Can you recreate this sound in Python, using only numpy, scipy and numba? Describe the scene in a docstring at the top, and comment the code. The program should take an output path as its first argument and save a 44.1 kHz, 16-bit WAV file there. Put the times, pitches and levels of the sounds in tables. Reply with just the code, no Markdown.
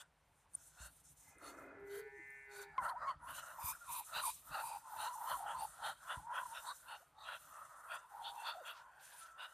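"""Ducks crowding on a lawn

Drakes pant hoarse huffs, breath rushing through windpipe and beak, while a high hiss floor swells and
sinks with the panting. Hens trill a wavering half-whistle, hold thin notes and pip. Early on a far cow
grunts and lows. Grass scuffs and rustles, a few high ticks sound, and wind bumps the microphone."""
import sys
import numpy as np
from scipy import signal
from scipy.fft import rfft, irfft, next_fast_len
from scipy.io import wavfile
from scipy.ndimage import uniform_filter1d
from numba import njit

SR = 44100
rng = np.random.default_rng(int(sys.argv[2]) if len(sys.argv) > 2 else 0)


def transcribe(u):
    """Save the signal u as a 16-bit wav file named by the first command-line argument.

    u: samples, shape (n,) or (channels, n), limited to [-1, 1]; the rate is SR.
    q: integer samples, one column per channel.
    """
    v = np.clip(np.atleast_2d(u).T, -1, 1)
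    q = np.round(v * 32767).astype(np.int16)
    wavfile.write(sys.argv[1], SR, q)


N = 420273
CUTOFF_HZ = 14340

# The drakes' huffs: middle_s, length_s, pipe_hz, pipe_db, hiss_db, top_lift_db, lift_near_6khz_db,
# sharp_hz (hiss resonance), then centre_hz, level_db for each of three beak cavities
DRAKE_HUFFS = [(0.009, 0.022, 1450, -61.5, -65, -8, 6.5, 7930, 2830, -66, 3500, -62, 4700, -72),
               (0.844, 0.076, 1440, -58.5, -60.5, -9, 5, 7800, 2730, -69.5, 3730, -71, 4240, -69.5),
               (1.482, 0.072, 1306, -64, -63.5, -6, 13.5, 10900, 2730, -72, 3600, -70.5, 4340, -66.5),
               (1.969, 0.091, 1470, -59, -63.5, -3, 11.5, 10600, 3100, -71, 3840, -73, 4430, -70.5),
               (2.598, 0.11, 1510, -59, -64, -1, 14.5, 10700, 2320, -66.5, 3760, -68.5, 4470, -67.5),
               (2.856, 0.03, 1340, -42, -59.5, -13, -6, 9300, 2900, -66.5, 4270, -73, 4500, -71),
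               (2.896, 0.014, 1350, -45, -58, -12, -11, 9300, 3020, -67, 4070, -60, 4350, -63),
               (3.042, 0.072, 1240, -45.5, -87, -4, 15, 9400, 2480, -83, 4060, -77, 4840, -75),
               (3.103, 0.035, 1190, -47, -74.5, -18, 9, 9900, 3040, -64, 3480, -91, 4420, -64.5),
               (3.303, 0.037, 1430, -53, -61.5, 0, -6, 10600, 2880, -62.5, 3530, -71, 4460, -75),
               (3.377, 0.068, 1400, -55.5, -56.5, -6, 10, 9640, 2860, -60, 3930, -65.5, 4390, -75),
               (3.476, 0.12, 1355, -56, -68.5, -4, 13, 8850, 2850, -72.5, 3870, -78, 4250, -85),
               (3.687, 0.1, 1270, -80, -53, 9.5, 4.5, 9060, 2430, -61.5, 3620, -68, 5060, -64),
               (3.845, 0.04, 1330, -68, -78, -6, 1, 9600, 2600, -88, 3500, -94, 4500, -92),
               (3.965, 0.11, 1280, -66.5, -48.5, -2, -5, 10000, 2500, -61.5, 3800, -63.5, 4590, -84),
               (4.18, 0.058, 1370, -43.5, -61, -4, 11, 9200, 2770, -49.5, 3870, -45.5, 4580, -58),
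               (4.28, 0.077, 1080, -72, -44, -5, -7, 9200, 2440, -59, 3770, -59.5, 4740, -62),
               (4.576, 0.078, 1360, -43.5, -65, -6, 0, 11500, 2700, -57.5, 3940, -59.5, 4440, -61),
               (4.7, 0.13, 1360, -77, -63.5, -9, -18, 9400, 2510, -64, 3890, -69.5, 4700, -66.0),
               (5.04, 0.077, 1365, -48, -57.5, -1.5, 4.5, 9300, 2830, -56.5, 3880, -56, 4160, -60.5),
               (5.317, 0.065, 1294, -46, -57, 1.5, 2, 10000, 3100, -58.5, 3500, -66, 4300, -61.5),
               (5.504, 0.057, 1350, -47.5, -82, -16, -9, 9240, 2819, -62, 3160, -60.5, 4300, -91),
               (5.618, 0.08, 1290, -74, -55.5, -13, -10, 9080, 2760, -70, 3670, -70, 4500, -64.5),
               (5.881, 0.067, 1390, -45.5, -57.5, -14, -7, 9990, 3130, -54.5, 3770, -56, 4200, -59),
               (6.12, 0.055, 1410, -46.5, -67, -13, -11, 9450, 2880, -58, 3383, -59, 4400, -84),
               (6.377, 0.058, 1420, -45, -63.5, -12, -1, 9800, 2760, -58.5, 3218, -58.5, 4380, -91),
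               (6.572, 0.049, 1420, -51.5, -61, -7, 0, 9300, 2800, -58.5, 3620, -58.5, 5440, -69),
               (6.693, 0.047, 1410, -55, -60.5, -10, -1, 8600, 3140, -88, 3850, -56, 4340, -62),
               (6.93, 0.07, 1420, -55.5, -68.5, -10.5, -8, 8700, 2800, -60.5, 3623, -69, 4270, -68),
               (7.232, 0.067, 1180, -61.5, -79, 2, 14, 8750, 2810, -94, 3720, -65, 4240, -72),
               (7.319, 0.09, 1425, -49.5, -82, -5, 1, 8860, 2730, -58.5, 3290, -59.5, 3970, -65),
               (7.601, 0.15, 1216, -57.5, -86, -7, 2.5, 8600, 2686, -81.5, 3290, -85, 4560, -99),
               (7.94, 0.058, 1390, -49, -62.5, -8.5, 6, 8940, 2640, -58, 3410, -60, 4700, -71),
               (8.276, 0.057, 1390, -61, -77, -3, -6, 9350, 3040, -61, 3450, -51.5, 4300, -61),
               (8.409, 0.081, 1470, -75, -81, -4, 8, 9000, 2710, -71, 3470, -71, 4340, -82),
               (8.488, 0.057, 1330, -47, -64, 1, 6, 9850, 2690, -54, 3490, -48.5, 4380, -53),
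               (8.696, 0.05, 1370, -51, -70, -1, 12.5, 10800, 2730, -54.5, 3360, -55.5, 4440, -70),
               (9.138, 0.35, 1560, -85, -67, -2.5, 13.5, 9400, 2560, -81, 3230, -81, 4536, -87),
               (9.434, 0.056, 1405, -52, -70, -9, 0, 9200, 2840, -55, 3620, -59, 4900, -74)]


def amp(db):
    """Gain of a level in dB."""
    return 10 ** (np.asarray(db) / 20)


def rms_one(x):
    """Scale to rms 1."""
    return x / np.sqrt(np.mean(x ** 2) + 1e-20)


def in_time(rows, fade_s=0.0091):
    """A curve for each column after the time, then a gate that fades shut outside the rows."""
    s, *columns = np.transpose(rows)
    t = np.arange(N) / SR
    gate = np.clip(np.minimum(t - s[0], s[-1] - t) / fade_s + 1, 0, 1)
    return [np.interp(t, s, column) for column in columns] + [gate]


def glide(start_s, end_s, first_hz, last_hz):
    """A frequency curve that slides through each event and on to the next."""
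    return np.interp(np.arange(N) / SR, np.ravel([start_s, end_s], "F"), np.ravel([first_hz, last_hz], "F"))


def swells(start_s, hold_s, level_db, rise_db_per_s, fall_db_per_s):
    """Envelope of events that rise, hold and fall away; the loudest one rules."""
    t, out = np.arange(0, N, 32) / SR, -200
    for s, held, db in np.broadcast(start_s, hold_s, level_db):
        attack_db = rise_db_per_s * np.maximum(s - t, 0)
        release_db = fall_db_per_s * np.maximum(t - s - held, 0)
        out = np.maximum(out, db - attack_db - release_db)
    return amp(np.interp(np.arange(N) / SR, t, uniform_filter1d(out, size=9)))


def drift(rate_hz):
    """Smooth random modulation with rms 1."""
    r = np.exp(-40 * np.pi * rate_hz / SR)
    slow = signal.lfilter([1], [1, -2 * r, r * r], rng.standard_normal(N // 20 + 2002))[2000:]
    return np.interp(np.arange(N) / 20, np.arange(len(slow)), rms_one(slow))


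@njit
def resonate(x, hz, width_hz, sr):
    """A resonance whose centre may move."""
    out, r = np.zeros(len(x)), np.exp(-np.pi * width_hz / sr)
    for i in range(2, len(x)):
        drive = (1 - r * r) / 2 * (x[i] - x[i - 2])
        out[i] = drive + 2 * r * np.cos(2 * np.pi * hz[i] / sr) * out[i - 1] - r * r * out[i - 2]
    return out


def hollow(x, hz, width_hz):
    """The same resonance twice, for steep flanks."""
    hz = hz + np.zeros(len(x))
    return resonate(resonate(x, hz, width_hz, SR), hz, width_hz, SR)


def noise_band(hz, width_hz, samples=N):
    """Noise through one resonance; rms 1."""
    return rms_one(hollow(rng.standard_normal(samples), hz, float(width_hz)))


def cavities(modes):
    """Turbulent air through parallel resonances (centre_hz, width_hz, level_db); rms 1."""
    air = rng.standard_normal(N)
    return rms_one(sum((-1) ** k * amp(db) * rms_one(hollow(air, hz, width))
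                       for k, (hz, width, db) in enumerate(modes)))


def coloured(spectrum):
    """Noise shaped by an EQ curve (frequency_hz, level_db); rms 1."""
    size = next_fast_len(N)
    hz = np.fft.rfftfreq(size, 1 / SR)[1:]
    point_hz, point_db = np.transpose(spectrum)
    gain = amp(np.interp(np.log(hz), np.log(point_hz), point_db, left=-80, right=-80))
    return rms_one(irfft(rfft(rng.standard_normal(size)) * np.append(0, gain), size)[:N])


def tones(hz, partials):
    """Sines at multiples of a pitch (multiple, rms_db)."""
    phase = 2 * np.pi * np.cumsum(hz) / SR
    return sum(amp(db) * np.sqrt(2) * np.sin(k * phase + rng.uniform(0, 2 * np.pi)) for k, db in partials)


def still_air():
    """A faint, steady bed of outdoor air."""
    # Colour of the air: frequency_hz, relative_db
    spectrum = [(120, -35), (200, -20.5), (369, -5), (957, 1.5), (1150, -3.5), (1530, -4.5), (2350, -8),
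                (4990, -18.5), (6000, -20.5), (7800, -28), (13200, -120)]
    return amp(-78) * coloured(spectrum)


def wind():
    """Wind rumbles on the microphone, with gusts riding on a low breeze."""
    # Strength of the breeze: time_s, level_db
    breeze = [(0, -79), (1.2, -78.5), (1.6, -72), (2.4, -79), (3.0, -72), (3.6, -78), (5.5, -78),
              (6.6, -81), (8.4, -82), (9.53, -86)]
    # Gusts: peak_s, level_db
    gusts = [(.32, -79), (.9, -74), (1.11, -73.5), (2.65, -81), (2.81, -65), (3.29, -62.5), (3.66, -61.5),
             (3.9, -69), (4.17, -63.5), (4.51, -63), (4.99, -70), (5.33, -67.5), (5.57, -65), (5.89, -64),
             (6.18, -58), (6.48, -75)]
    # Colour of the rumble: frequency_hz, relative_db
    spectrum = [(22, -22), (38, -4), (54, 8), (67, 2.5), (113, -2.5), (150, 3), (227, -13), (300, -5),
                (390, -42), (660, -120)]
    s, db = np.transpose(gusts)
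    gusting = swells(s, 0, db, rise_db_per_s=400, fall_db_per_s=195)
    return np.hypot(amp(in_time(breeze)[0]), gusting) * amp(2.36 * drift(8.2)) * coloured(spectrum)


def microphone_bumps():
    """Padded knocks on the microphone ring low, sag in pitch and are faded out within 1/8 s."""
    # Knocks: start_s, level_db, settled_pitch_hz, t60_s (before the fade)
    knocks = [(0.804, -51.5, 60, 0.91), (3.642, -43, 66.5, 0.075), (6.172, -46, 75, 0.095)]
    out, t = np.zeros(N), np.arange(SR // 8) / SR
    attack = 1 - np.exp(-t / 0.001)
    fade = np.hanning(2 * len(t))[len(t):]
    for s, db, hz, t60 in knocks:
        cycles = hz * (t + 0.0041 * (1 - np.exp(-t / 0.0032)))
        out[round(s * SR):][:len(t)] -= attack * np.sin(2 * np.pi * cycles) * amp(db - 60 * t / t60) * fade
    return out


def ticks():
    """Sharp ticks ring for an instant near 9 kHz."""
    # Ticks: start_s, peak_db
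    hits = [(0.5358, -57), (0.542, -50.5), (0.5465, -53), (0.549, -46), (0.551, -33.5), (0.554, -39.5),
            (1.384, -60), (2.305, -60)]
    clicks = np.zeros(N)
    for s, db in hits:
        clicks[round(s * SR)] = amp(db + 40.5)   # make-up gain for the filters
    return hollow(hollow(clicks + 1e-18, 9220.0, 650.0), 7800.0, 2800.0)


def scuffs():
    """Short dull brushes in the grass, each with a pitch of its own."""
    # Brushes: start_s, centre_hz, level_db
    brushes = [(.31, 890, -87), (.45, 970, -74), (.545, 1000, -78), (.61, 1410, -75), (.77, 840, -71),
               (.99, 1350, -77), (1.057, 1390, -80), (1.21, 900, -76), (1.27, 890, -73), (1.315, 830, -68),
               (1.36, 320, -71.5)]
    s, hz, db = np.transpose(brushes)
    hold_s = 0.016
    gain = swells(s, hold_s, db, rise_db_per_s=1100, fall_db_per_s=1100)
    return gain * noise_band(glide(s, s + hold_s, hz, hz), width_hz=250)


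def rustles():
    """Feathers or grass rustle: broad, flickering noise in the mids and highs."""
    # Rustles: start_s, length_s, level_db
    strokes = [(8.548, 0.039, -82), (8.736, .08, -70.5), (9.0, 0.27, -71)]
    gain = swells(*np.transpose(strokes), rise_db_per_s=900, fall_db_per_s=700)
    return gain * amp(2.54 * drift(30)) * noise_band(2300, width_hz=4000)


def cow_low():
    """A far cow holds one pitch while its chest, nose and mouth tones swell separately."""
    # The low: time_s, pitch_hz, chest_db, mouth_db, lower_cavity_hz, upper_cavity_hz, roughness (0-1)
    moo = [(1.74, 132.3, -64, -68, 1600, 2000, 0.28), (1.79, 133.1, -50.5, -70, 1600, 2050, 0.26),
           (1.84, 133.4, -48, -68, 1620, 2090, 0.17), (1.95, 134.5, -46.5, -63, 1500, 2000, 0.15),
           (2.05, 135.3, -51.5, -60.5, 1620, 2110, 0.32), (2.1, 136.2, -65, -60.5, 1680, 2140, 0.16),
           (2.14, 136.6, -51, -63, 1740, 2130, 0.12), (2.19, 136.8, -65, -58, 1780, 2100, 0.15),
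           (2.3, 136.7, -66, -58.5, 1800, 2130, 0.073), (2.42, 136.7, -69.5, -60.5, 1730, 2177, 0.082),
           (2.47, 136.6, -62, -61, 1720, 2086, .15), (2.51, 136.2, -55, -60.5, 1470, 2000, 0.18),
           (2.6, 134.5, -49.5, -66.5, 1500, 2030, 0.51), (2.7, 134, -66.5, -66, 1700, 2200, 0.94),
           (2.76, 131, -75, -76, 1705, 2210, 0.82)]
    # Nasal tones: time_s, level_db
    nasal = [(1.8, -72), (2.0, -78), (2.08, -72), (2.2, -73), (2.32, -80), (2.45, -82), (2.52, -64.5),
             (2.62, -69), (2.72, -70)]
    # Mouth tones: harmonic, relative_db
    mouth_partials = [(9, -2), (10, -6), (11, -1), (12, -9), (13, -2.5), (14, -8.5), (15, -4), (16, -7),
                      (17, -4), (18, -2.5), (19, -8), (20, -7)]
    hz, chest_db, mouth_db, lower_hz, upper_hz, rough, gate = in_time(moo, fade_s=0.016)
    hz = hz * (1 + 0.001 * drift(13) + .03 * rough * drift(150))
    chest = amp(2.5 * drift(14)) * tones(hz, [(3, -6.5)])
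    nose = amp(in_time(nasal)[0] + 2 * drift(8)) * tones(hz, [(6, 0), (7, -6)])
    # every mouth tone wavers by itself on the long way over the fields
    voice = sum(amp(2.5 * drift(6)) * tones(hz, [partial]) for partial in mouth_partials)
    mouth = amp(-22) * voice + hollow(voice, lower_hz, width_hz=310) - hollow(voice, upper_hz, width_hz=310)
    return gate * (amp(chest_db) * chest + amp(mouth_db) * mouth + nose)


def cow_slide():
    """A second, falling tone under the lowing."""
    # The fall: time_s, pitch_hz (played 2% flat), level_db
    fall = [(1.95, 477.7, -66), (1.99, 455.7, -54.5), (2.08, 435, -58), (2.1, 423, -72), (2.17, 370, -76),
            (2.2, 340, -63), (2.23, 330, -81)]
    hz, level_db, gate = in_time(fall, fade_s=0.014)
    return gate * amp(level_db + 2.5 * drift(25)) * tones(hz * (1 + .015 * drift(30)), [(0.98, 0)])


def cow_grunt():
    """Air rasps in the cow's mouth over a hoarse grunt before the low turns clear."""
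    # Rasp: time_s, relative_db
    rasp_curve = [(1.22, -79), (1.27, -69), (1.61, -62), (1.686, -63.5), (1.858, -78), (1.95, -68)]
    # Mouth cavities: centre_hz, width_hz, relative_db
    mouth_modes = [(2050, 150, -3), (2485, 140, -9.5), (1694, 140, -5.5)]
    # Grunt: time_s, resonance_hz, relative_db
    grunt_curve = [(1.25, 340, -81), (1.364, 308, -82), (1.43, 440, -54.5), (1.546, 316, -53),
                   (1.708, 408, -51.5), (1.9, 380, -66)]
    rasp_db, rasp_gate = in_time(rasp_curve, fade_s=0.033)
    rasp = rasp_gate * amp(rasp_db - 3.5) * cavities(mouth_modes)
    hz, grunt_db, grunt_gate = in_time(grunt_curve, fade_s=0.27)
    grunt = noise_band(hz, width_hz=140) + amp(6) * cavities([(288, 74, -12), (570, 340, -11.5)])
    return rasp + grunt_gate * amp(grunt_db - 13.5) * grunt


def lulls_db():
    """V-shaped dips in which the treble floor and the flock's murmur sink together."""
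    # Lulls: middle_s, half_length_s, depth_db
    lulls = [(0.474, 0.069, 14), (1.03, 0.02, 11), (1.151, 0.024, 11), (1.375, 0.082, 12),
             (3.176, 0.063, 14), (3.786, 0.016, 5), (4.436, 0.049, 9.5), (4.83, 0.069, 10),
             (5.178, 0.071, 3.5), (5.718, 0.047, 3.5), (5.965, 0.065, 12), (6.29, 0.12, 15),
             (7.165, 0.15, 22.5), (8.072, 0.068, 10), (8.91, 0.1, 2), (9.364, 0.08, 18)]
    t = np.arange(N) / SR
    return -sum(db * np.clip(1 - np.abs(t - s) / half, 0, 1) for s, half, db in lulls)


def shifting_hiss(low_db, top_db):
    """Two channels of hiss whose bands swell separately, with lifts near 6 kHz and at the top."""
    # Colour of the hiss: frequency_hz, relative_db
    spectrum = [(3060, -99), (5200, -14.5), (6200, -6.5), (7570, -4.5), (8960, 1), (10000, -0.5),
                (11600, -3), (13400, 1), (14300, 1)]
    # Band edges: crossover_hz
    crossovers = [5200, 7000, 8500, 10000, 11500, 13000]
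    hiss = np.array([coloured(spectrum), coloured(spectrum)])
    lows = [signal.sosfiltfilt(signal.butter(3, hz, fs=SR, output="sos"), hiss) for hz in crossovers]
    bands = np.diff([0 * lows[0], *lows, hiss], axis=0)
    lifts_db = [0, low_db, 0, 0, top_db / 2, top_db, top_db]
    return sum(amp(db + 4.5 * drift(8)) * band for db, band in zip(lifts_db, bands))


def treble_hiss():
    """A high hiss floor swells and sinks, sharper on each huff and a little different left and right."""
    # Hiss floor between the huffs: time_s, level_db
    floor = [(0, -90.5), (.5, -73.5), (.57, -67.5), (1.33, -68.5), (1.66, -76.5), (1.71, -93), (2.1, -86),
             (2.3, -79.5), (2.45, -88.5), (3.22, -79), (3.3, -68.5), (3.8, -62.5), (4.1, -58.5),
             (4.34, -55), (4.5, -59), (4.75, -57.5), (4.88, -60.5), (5.0, -57.5), (5.2, -59), (5.38, -56),
             (5.5, -61), (5.75, -59), (5.9, -58.5), (6.0, -62.5), (6.15, -59), (6.6, -58.5), (7.05, -69),
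             (7.4, -63.5), (7.9, -70.5), (8.35, -62), (8.65, -76), (9.05, -87), (9.25, -69.5),
             (9.53, -66.5)]
    # Resonances in the hiss: multiple (of sharp_hz), relative_db
    resonances = [(0.631, -29), (1.002, -2.5), (1.23, -8), (1.42, -13)]
    s, length, _, _, hiss_db, top_lift, low_lift, sharp_hz = np.transpose(DRAKE_HUFFS)[:8]
    top_db, low_db, _ = in_time(np.transpose([s, top_lift, low_lift]))
    rising_hz = glide(s - length / 3, s + length / 3, 0.955 * sharp_hz, 1.045 * sharp_hz)
    hold_s = 0.58 * length
    surge = swells(s - hold_s / 2, hold_s, hiss_db, rise_db_per_s=320, fall_db_per_s=820)
    gain = np.hypot(surge, amp(in_time(floor)[0] + lulls_db()))
    huff_share = surge / gain
    # between huffs the hiss loses its lower and upper edge, and its resonances
    hiss = shifting_hiss(low_db - 2.5 * (1 - huff_share), top_db - 1.5 * (1 - huff_share))
    for multiple, db in resonances:
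        hz = np.minimum(multiple * rising_hz * (1 + .03 * drift(9)), CUTOFF_HZ)
        lift = huff_share * amp(db + max(multiple - 1, 0) * 2 * top_db + 4 * drift(15))
        hiss = hiss + lift * np.array([noise_band(hz, width_hz=900) for _ in hiss])
    mid, side = gain * amp(1.2 * drift(23) + 0.54 * drift(200)) * hiss
    dull_skirt = gain * amp(-14.5) * noise_band(3440, width_hz=2600)
    return dull_skirt + mid + amp(-7) * side * np.array([[1], [-1]])


def hen_trills():
    """A throbbing tone and breath share one wavering resonance: half whistle, half air."""
    # Trills: start_s, length_s, first_hz, last_hz, level_db
    trills = [(2.835, 0.075, 883, 985, -45), (3.25, 0.083, 990, 1075, -53), (3.59, .13, 1025, 945, -49),
              (3.735, .025, 1450, 1399, -56.5), (3.895, 0.115, 1030, 952, -48.5),
              (4.17, 0.057, 957, 1020, -53), (4.24, 0.056, 1034, 994, -44), (4.56, 0.21, 852, 890, -47),
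              (4.86, 0.079, 977, 880, -54), (4.94, 0.12, 856, 900, -47), (5.21, 0.15, 910, 1010, -44.5),
              (5.41, 0.13, 850, 865, -46), (5.54, 0.11, 950, 854, -44.5), (5.83, 0.071, 877, 930, -47.5),
              (6.08, 0.12, 1090, 960, -53), (6.31, 0.11, 960, 1010, -46.5), (6.65, 0.069, 960, 1048, -49),
              (6.9, 0.06, 920, 846, -55), (7.19, 0.12, 830, 814, -62.5), (7.5, 0.38, 1120, 1000, -67.5),
              (7.895, .07, 1050, 1010, -57), (8.04, 0.049, 1010, 1020, -64), (8.135, 0.31, 854, 913, -51.5),
              (8.44, 0.057, 990, 977, -46.5), (8.75, 0.15, 1043, 964, -63), (8.97, 0.043, 800, 780, -67),
              (9.135, 0.013, 910, 940, -65), (9.385, 0.026, 1080, 900, -63)]
    pulses_per_s, tone_share = 85, .52
    s, length, first_hz, last_hz, db = np.transpose(trills)
    gain = swells(s, length, db, rise_db_per_s=370, fall_db_per_s=780)
    hz = glide(s, s + length, first_hz, last_hz) * (1 + .04 * drift(28))
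    pulses = np.cumsum(pulses_per_s * amp(2.5 * drift(20))) / SR
    throb = np.sin(np.pi * pulses) * amp(2.5 * drift(40))
    voiced = rms_one(throb * tones(hz, [(0.99, 0)]))   # just under the resonance
    breath = noise_band(hz, width_hz=220)
    return gain * (np.sqrt(tone_share) * voiced + np.sqrt(1 - tone_share) * breath)


def hen_held_notes():
    """Thin held notes: breath through a narrow resonance."""
    # One list per note: time_s, pitch_hz, level_db
    notes = [
        [(2.64, 906, -64), (2.7, 870, -69), (2.77, 857, -63)],
        [(3.815, 1390, -56.5), (3.85, 1370, -63), (3.89, 1360, -61)],
        [(8.385, 2714, -69), (8.42, 2722, -61), (8.45, 2680, -62)],
        [(8.52, 1388, -57), (8.6, 1340, -67), (8.65, 1335, -62)],
        [(9.2, 1340, -67), (9.26, 1344, -57), (9.33, 1320, -62), (9.38, 1333, -61)],
    ]
    out = np.zeros(N)
    for note in notes:
        hz, level_db, gate = in_time(note, fade_s=0.026)
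        out += gate * amp(level_db) * noise_band(hz, width_hz=58)
    return out


def hen_pips():
    """Clear pips and warbles, duller and breathier when soft."""
    # One list per pip: time_s, pitch_hz, level_db
    pips = [
        [(2.7805, 1055, -38), (2.787, 1050, -34.5), (2.797, 1025, -43), (2.805, 963, -44), (2.819, 936, -49),
         (2.835, 940, -71)],
        [(2.895, 1050, -75), (2.91, 1030, -52), (2.922, 990, -51), (2.938, 705, -58), (2.95, 714, -55),
         (2.962, 912, -55), (2.972, 997, -48.5), (2.995, 1010, -66)],
        [(3.046, 1100, -75), (3.06, 1050, -47), (3.068, 1094, -46), (3.092, 1098, -38.5), (3.1, 1049, -45),
         (3.116, 977, -51), (3.14, 909, -73)],
        [(5.055, 900, -71), (5.07, 925, -45), (5.094, 1030, -51.5), (5.112, 960, -49), (5.128, 960, -53),
         (5.144, 1055, -54), (5.162, 845, -53), (5.19, 950, -54), (5.215, 900, -75)],
        [(5.37, 790, -59), (5.385, 800, -57), (5.43, 880, -63), (5.45, 900, -77)],
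        [(6.21, 840, -77), (6.24, 870, -61), (6.262, 920, -60), (6.275, 945, -48.5), (6.284, 944, -59),
         (6.295, 960, -51), (6.315, 960, -75)],
        [(6.42, 1000, -72), (6.433, 1008, -47), (6.446, 950, -73), (6.46, 1010, -46.5), (6.476, 900, -66),
         (6.512, 898, -60), (6.535, 935, -50.5), (6.56, 960, -81)],
        [(7.0, 500, -93), (7.012, 560, -75), (7.03, 720, -67.5), (7.045, 640, -87)],
        [(8.53, 850, -78), (8.546, 820, -58.5), (8.562, 625, -61), (8.582, 744, -56), (8.596, 740, -60),
         (8.622, 511, -63), (8.638, 450, -86)],
    ]
    # The voice at full effort: harmonic, relative_db
    partials = [(1, 3.5), (2, -13.5), (3, -29.5), (4, -41)]
    full_effort_db = -35
    flutter_db = 1.5 * drift(70)
    out, air = np.zeros(N), rng.standard_normal(N)
    for contour in pips:
        hz, level_db, gate = in_time(contour, fade_s=0.00014)
        effort_db = level_db - full_effort_db
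        pip = tones(hz, [(k, db + (k - 1) * effort_db) for k, db in partials])
        sounding = gate > 0
        breath_db = np.minimum(-16 - .6 * effort_db[sounding], -6)
        pip[sounding] += amp(breath_db) * rms_one(hollow(air[sounding], hz[sounding], width_hz=240))
        out += gate * amp(level_db + flutter_db) * pip
    return out


def drake_windpipe():
    """Breath rushes through the windpipe: a hoarse midrange swell on each huff, a murmur between."""
    # The flock's murmur: time_s, level_db
    murmur = [(0, -108), (.56, -80), (1.2, -99), (1.42, -57.5), (1.75, -64.5), (2.1, -85), (2.8, -72),
              (3.5, -60), (3.7, -61.5), (4.08, -86), (4.86, -62), (6.3, -62.5), (6.75, -70.5), (7.5, -66),
              (7.85, -59), (8.35, -71.5), (8.6, -63), (9.53, -66)]
    # Windpipe cavities that stay put: centre_hz, width_hz, relative_db
    pipe_modes = [(620, 250, -8), (1000, 300, -5), (1850, 300, -10)]
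    s, length, hz, db = np.transpose(DRAKE_HUFFS)[:4]
    hold_s = 0.65 * length
    breath = swells(s - hold_s / 2, hold_s, db, rise_db_per_s=268, fall_db_per_s=464)
    gain = np.hypot(breath, amp(in_time(murmur)[0] + lulls_db()))
    pipe_hz = np.interp(np.arange(N) / SR, s, hz)
    pipe = amp(-6) * cavities(pipe_modes) + noise_band(pipe_hz, width_hz=290)
    return signal.sosfilt(signal.butter(5, [500, 2050], "band", fs=SR, output="sos"), gain * pipe)


def drake_beak():
    """Each huff swells, breaks off and leaves a faint tail; the cavities rise as the beak opens."""
    out, wander = np.zeros(N), drift(12)   # the beak is never still
    for huff in DRAKE_HUFFS:
        s, length = huff[:2]
        cavity_hz, cavity_db = huff[8::2], huff[9::2]
        at = np.arange(max(round((s - 2 * length) * SR), 0), min(round((s + 3 * length) * SR), N))
        along = (at / SR - s) / length
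        slope_db = np.where(along < 0, 22, 42)   # it ends faster than it starts
        tail = (along > 0) * amp(-13.5 - 7.6 * along)   # the last air leaks out
        swell = np.maximum(amp(-slope_db * np.abs(along) ** 3), tail)
        bend = 1 + .02 * along + .015 * wander[at]
        for hz, db in zip(cavity_hz, cavity_db):
            air = rng.standard_normal(len(at))
            out[at] += amp(db) * swell * rms_one(hollow(air, hz * bend, width_hz=rng.uniform(260, 500)))
        back_of_mouth = noise_band(2400, width_hz=1100, samples=len(at))
        out[at] += amp(cavity_db[0] - 11) * swell * back_of_mouth
    return out


def scene():
    """Ducks and cow sit in the middle over wind and still air; only the hiss has stereo width."""
    rumble = wind()
    flutter = amp(1.52 * drift(25))   # the drakes' air flow flutters
    windpipe, hiss = drake_windpipe(), treble_hiss()
    drakes = flutter * (windpipe + drake_beak())
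    hens = hen_trills() + hen_held_notes() + hen_pips()
    cow = cow_low() + cow_slide() + cow_grunt()
    background = rumble + microphone_bumps() + ticks() + scuffs() + rustles() + still_air()
    return background + cow + hiss + hens + drakes


def record(dry):
    """A steep low-pass cuts off the top."""
    return signal.sosfilt(signal.ellip(16, .5, 80, CUTOFF_HZ, fs=SR, output="sos"), dry)


dry = scene()
out = record(dry)
transcribe(out)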